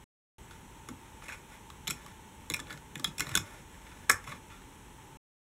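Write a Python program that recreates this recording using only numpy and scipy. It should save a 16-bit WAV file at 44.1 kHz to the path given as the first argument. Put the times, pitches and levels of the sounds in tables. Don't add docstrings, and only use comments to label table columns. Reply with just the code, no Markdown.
import sys
import numpy as np
from scipy import signal
from scipy.fft import rfft, irfft, next_fast_len
from scipy.io import wavfile
from scipy.ndimage import map_coordinates

SR = 44100
rng = np.random.default_rng(int(sys.argv[2]) if len(sys.argv) > 2 else 0)


def unload_audio(sound):
    columns = np.transpose(np.atleast_2d(sound))
    steps = np.round(np.clip(columns, -1, 1) * 32767)
    wavfile.write(sys.argv[1], SR, steps.astype(np.int16))


N = 238747
HISS_TOP_HZ = 15770

# [f/Hz, width/Hz, level/dB]
BODY_MODES = [(800, 250, -13), (1130, 90, -2), (1360, 90, -2), (1478, 70, -1), (1747, 65, 0),
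              (1990, 90, -4), (2165, 70, 0), (2460, 150, -4), (3000, 350, -9), (3310, 170, -4),
              (3470, 170, 0), (3980, 200, -6), (4450, 400, -11), (5450, 350, 0), (5900, 400, -5),
              (6450, 400, -2), (7200, 400, 0), (7750, 450, -2), (8500, 600, -5), (9400, 700, 0),
              (10300, 700, 0), (11700, 1000, -2), (13300, 1600, -7), (15100, 1500, -14)]
# [f/Hz, width/Hz, level/dB]
PLATE_MODES = [(95, 8.3, 0.5), (140, 25.7, -0.5), (174.5, 40, -3), (250, 30, 2.5), (317.5, 76, 1),
               (480, 130, -1), (600, 77, -1)]


def clicks():
    # [t/s, level of the struck panels over 5 ms/dB, struck panel f/Hz,
    # focus: how far the other of the two low groups lies below/dB, hardness: treble over that level/dB,
    # time for the rattle to fade to 37 %/s]
    contacts = [(0.508, -48.5, 1460, 5.5, -8, 0.0099), (0.887, -41.5, 1180, 9, -4.5, 0.0028),
                (1.22, -47, 1180, 10, -18, .006), (1.283, -42, 2300, 17, -10, 0.0019),
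                (1.289, -39.5, 2450, 30, -13, 0.0046), (1.296, -39, 1660, 14, -15, 0.013),
                (1.322, -38, 2420, 16, -10.5, 0.013), (1.701, -47.5, 1120, 2.5, -7.5, .0022),
                (1.871, -35.5, 3300, 8, -15, 0.0026), (1.876, -32, 3900, 2.5, -0.1, 0.0051),
                (1.9, -36, 1350, 6, -.6, .0035), (1.9061, -35, 2490, 4.5, 4, 0.0043),
                (2.062, -49, 1160, 6, -4, .0033), (2.5, -35, 3960, 3, 1.3, 0.0018),
                (2.508, -42, 2150, 2, -9, 0.0025), (2.519, -45, 2160, 6, 1, 0.0023),
                (2.538, -33.5, 2440, 1, -0.5, 0.0012), (2.542, -28, 2450, 14, -6, 0.0019),
                (2.564, -46.5, 2400, 9, 2, 0.0035), (2.592, -40.5, 1140, 6, -9, 0.0048),
                (2.6, -44.5, 1800, -1.5, 1, 0.002), (2.669, -52.5, 2700, 1, -16, .0023),
                (2.698, -47, 1710, 8, -31, .0032), (2.704, -39.5, 1490, 3.5, -24, 0.0057),
                (2.726, -45.5, 2080, 3, -3.5, 0.0026), (2.774, -52.5, 1490, 1, -3, 0.0022),
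                (2.955, -38.5, 2750, 2.5, -6, 0.0015), (2.977, -56, 1430, 11, 4, .0025),
                (2.996, -45, 1120, 1.5, 0, .0025), (3.043, -41.5, 3000, 11.5, -23, 0.0014),
                (3.044, -23, 3450, 9.5, -8.5, 0.0021), (3.075, -48, 2360, 5, -1, 0.006),
                (3.181, -42.5, 2370, 1, 4.5, 0.0043), (3.195, -34.5, 2540, 8.5, 1, 0.0042),
                (3.205, -29, 1480, 4, -0.2, 0.0014), (3.218, -37.5, 2150, 12, -7, .006),
                (3.268, -45.5, 4000, -2, -5, 0.0033), (3.291, -42, 2390, 7, -2.5, .0033),
                (3.315, -46.5, 1580, 0, -4, 0.0025), (3.341, -40, 1780, 9.5, -15, 0.0018),
                (3.3523, -25, 1500, -0.5, 2, 0.0018), (3.362, -31.5, 3230, 6, -5.5, 0.002),
                (3.3731, -28, 3370, 1.5, 0.7, 0.0032), (3.866, -50.5, 1580, 7, -25.5, 0.0039),
                (3.915, -50, 1430, 7.5, -18, 0.0072), (4.093, -32.5, 1380, 8.5, -16, 0.0018),
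                (4.0967, -17, 1820, 15, -2.5, 0.0036), (4.1006, -18.5, 2130, 18, -20.5, 0.00091),
                (4.103, -24.5, 1750, 13.5, -11, 0.0019), (4.112, -43.5, 1800, 3.6, 17, 0.0069),
                (4.24, -49.5, 2080, 8, -4.5, 0.0062), (4.274, -38.5, 1130, 14.5, -14, 0.0085),
                (4.318, -38, 1100, 10, -19, 0.0086), (4.501, -45.5, 1270, 7, -13, 0.065),
                (4.618, -55, 1600, 8, -11, 0.0029)]
    borders = (2800, 4800, 9000)
    top_db = -6
    damping = 1.23

    out = np.zeros(N + SR)
    t = np.arange(SR // 10) / SR
    group = np.searchsorted(borders, np.array(BODY_MODES)[:, 0])
    damped = np.array(BODY_MODES) * [1, damping, 1]
    for start_s, db, hz, focus_db, hard_db, fade_s in contacts:
        struck = np.searchsorted(borders, hz)
        uneven = amp(3.7 * rng.standard_normal(len(t)))
        blows = rng.standard_normal(len(t)) * uneven * np.exp(-t / fade_s)
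        touched = alternate(BODY_MODES) * amp(rng.normal(0, 2, len(BODY_MODES)))
        near = np.where(group == struck, nearness(BODY_MODES, hz, depth_db=12), 1)
        lower_db = -focus_db * (struck != 0)
        upper_db = -focus_db * (struck == 0)
        levels = db + np.array([lower_db, upper_db, hard_db, hard_db + top_db])
        click = np.zeros(len(t))
        for k, group_db in enumerate(levels):
            ringing = filtered(blows, modes(damped, touched * near * (group == k)))
            click += burst(ringing, group_db)
        add(out, start_s, click, wet_db=-10.5)
    return out[:N]


def thumps():
    # [t/s, peak level before a common lift/dB, strongest f/Hz]
    pushes = [(0.89, -42.5, 338), (0.905, -43, 250), (1.283, -50, 600), (1.876, -48, 385),
              (1.885, -39.5, 182), (1.912, -45, 200), (2.502, -36.5, 388), (2.513, -37.5, 159.4),
              (2.6, -45, 275), (2.708, -47.5, 283), (2.739, -42, 143), (2.961, -40, 160),
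              (2.998, -43.5, 275), (3.055, -50, 298), (3.076, -40, 165), (3.189, -40.5, 119),
              (3.21, -40, 314), (3.222, -40.5, 154), (3.27, -38.5, 130), (3.311, -40.5, 124),
              (3.352, -35, 304), (3.36, -36, 165), (3.377, -37, 95), (3.399, -45.5, 174),
              (4.0955, -32, 498), (4.113, -44, 95), (4.28, -43.5, 140), (4.331, -44.5, 203)]
    lift_db = 1.0

    out = np.zeros(N + SR)
    t = np.arange(SR // 8) / SR
    for start_s, db, hz in pushes:
        push = rng.choice([-1, 1]) * t * np.exp(-t * hz * 6)
        gains = alternate(PLATE_MODES) * nearness(PLATE_MODES, hz, depth_db=11.5)
        boom = peak(filtered(push, modes(PLATE_MODES, gains)))
        add(out, start_s, amp(db + lift_db) * boom, wet_db=-1)
    return out[:N]


def scuff():
    # [start t/s, length before letting go/s (at least the swell), body level/dB, most excited panel f/Hz]
    drags = [(0.493, 0.052, -60, 1460), (1.018, 0.061, -66, 1500), (1.199, 0.15, -54, 2210),
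             (1.488, .05, -55, 2000), (1.928, 0.16, -57.5, 1720), (2.66, 0.071, -53, 1650),
             (3.228, 0.11, -48, 1900), (3.402, 0.18, -56, 1546), (3.673, 0.11, -62.5, 1690),
             (3.815, 0.22, -60, 1680), (4.233, .03, -58, 2000), (4.264, 0.059, -49, 2300),
             (4.494, 0.053, -60.5, 1680)]
    swell_s, fade_s = 0.04, 0.06
    edge_db = -11.5

    slips = rng.standard_normal(N) * amp(5 * rng.standard_normal(N))
    waver_db = 2.2 * map_coordinates(rng.standard_normal(1000), [np.arange(N) * 120 / SR])
    slips = slips * amp(waver_db)
    octaves_up = np.maximum(np.log2(np.array(BODY_MODES)[:, 0] / 2200), 0)
    tilt = alternate(BODY_MODES) * amp(-7 * octaves_up)
    out = np.zeros(N)
    for start_s, length_s, db, hz in drags:
        full_s = start_s + swell_s
        release_s = start_s + max(length_s, swell_s)
        end_s = release_s + fade_s
        rows = [(start_s, db + edge_db), (full_s, db), (release_s, db), (end_s, db + edge_db)]
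        span = slice(round(start_s * SR), round(end_s * SR))
        gains = tilt * nearness(BODY_MODES, hz, depth_db=4.0)
        body = unit(filtered(slips[span], modes(BODY_MODES, gains)))
        plate = unit(filtered(slips[span], modes(PLATE_MODES[-1:], [1])))
        out[span] += level(rows)[span] * (body + amp(-10.5) * plate)
    return out


def rumble():
    # [t/s, level before a common lift/dB]
    loudness = [(2.4, -75), (2.684, -59.5), (2.816, -75), (3.01, -63), (3.212, -68), (3.6, -66.5)]
    lift_db = 2.5

    boom = filtered(rng.standard_normal(N), modes(PLATE_MODES, alternate(PLATE_MODES)))
    return amp(lift_db) * level(loudness) * unit(boom)


def camera():
    # [f/Hz, relative level per Hz/dB]
    hiss_colour = [(12, -47), (20, -14.5), (44, 1), (254, -8.5), (318, -10), (398, -11.5), (715, -23.5),
                   (870, -6.5), (1120, -18.5), (3230, -22.5), (4780, -33), (5810, -26), (8130, -26.5),
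                   (15900, -38.5)]
    # [f/Hz, width/Hz, level/dB]
    whirr = [(903, 17, -68), (3130, 73, -82), (12760, 90, -88)]
    # (f/Hz, width/Hz, level/dB)
    whine = (7865, 45, -74)
    hiss_db = -52

    colour = lambda f: amp(along(hiss_colour, f)) * (f < HISS_TOP_HZ)
    out = amp(hiss_db) * unit(filtered(rng.standard_normal(N), colour))
    for hz, width, db in whirr + [whine]:
        bell = lambda f: np.exp(-((f - hz) / width) ** 2)
        out += amp(db) * unit(filtered(rng.standard_normal(N), bell))
    return out


def tail():
    # [f/Hz, fall time/s]
    fall_times = [(100, 0.13), (1000, 0.27), (2000, 0.23), (3300, 0.15), (6000, .2), (14000, 0.13)]
    hz, t, bands = signal.stft(rng.standard_normal(SR // 4), SR, nperseg=256)
    decay = amp(-60 * t / along(fall_times, hz)[:, None])
    x = signal.istft(bands * decay, SR, nperseg=256)[1]
    return x / np.linalg.norm(x)


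def add(out, s, dry, wet_db):
    wet = signal.fftconvolve(dry, np.pad(tail(), (150, 0)))
    start = round(s * SR)
    out[start:start + len(dry)] += dry
    out[start:start + len(wet)] += amp(wet_db) * wet


def modes(table, gains):
    def response(f):
        total = 0
        for (hz, width, db), gain in zip(table, gains):
            total = total + gain * amp(db) * 1j * f * width / (hz * hz - f * f + 1j * f * width)
        return total
    return response


def alternate(table):
    return (-1.) ** np.arange(len(table))


def nearness(table, hz, depth_db):
    octaves = np.abs(np.log2(np.array(table)[:, 0] / hz))
    return amp(-depth_db * np.minimum(octaves / 0.27, 1))


def filtered(x, response):
    m = next_fast_len(len(x) + 8192)
    return irfft(rfft(x, m) * response(np.fft.rfftfreq(m, 1 / SR)), m)[:len(x)]


def along(points, hz):
    f, v = np.transpose(points)
    return np.interp(np.log(hz + 1), np.log(f + 1), v)


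def level(rows):
    s, db = np.transpose(rows)
    return amp(np.interp(np.arange(N) / SR, s, db, left=-150, right=-150))


def burst(x, db):
    return amp(db) * x * np.sqrt(.005 * SR) / np.linalg.norm(x)


def amp(db):
    return 10 ** (np.asarray(db) / 20)


def unit(x):
    return x / np.sqrt(np.mean(x ** 2) + 1e-20)


def peak(x):
    return x / np.abs(x).max()


def scene():
    return (clicks() + thumps() + scuff() + rumble() + camera())[None]


def record(dry):
    # (f/Hz, width/Hz, level/dB)
    hz, width, dip_db = (4800, 650, -9)
    # [from t/s, to t/s, level/dB]
    open_parts = [(0, .0425, -3), (.3822, 5.1725, 0)]
    top_hz, edge_loss_db = 16650, -11
    ramp_s = .001

    def port(f):
        away = hz * hz - f * f
        return (away + 1j * f * width * amp(dip_db)) / (away + 1j * f * width)

    def treble_end(f):
        edge = amp(edge_loss_db * (f > HISS_TOP_HZ))
        return edge * np.clip((top_hz - f) / 150, 0, 1) ** 2

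    t = np.arange(N) / SR
    gate = np.zeros(N)
    for start_s, end_s, db in open_parts:
        since_start = t - start_s + ramp_s * (start_s == 0)
        gate += amp(db) * np.clip(np.minimum(since_start, end_s - t) / ramp_s, 0, 1)
    return filtered(gate * filtered(dry[0], port), treble_end)[None]


dry = scene()
out = record(dry)
unload_audio(out)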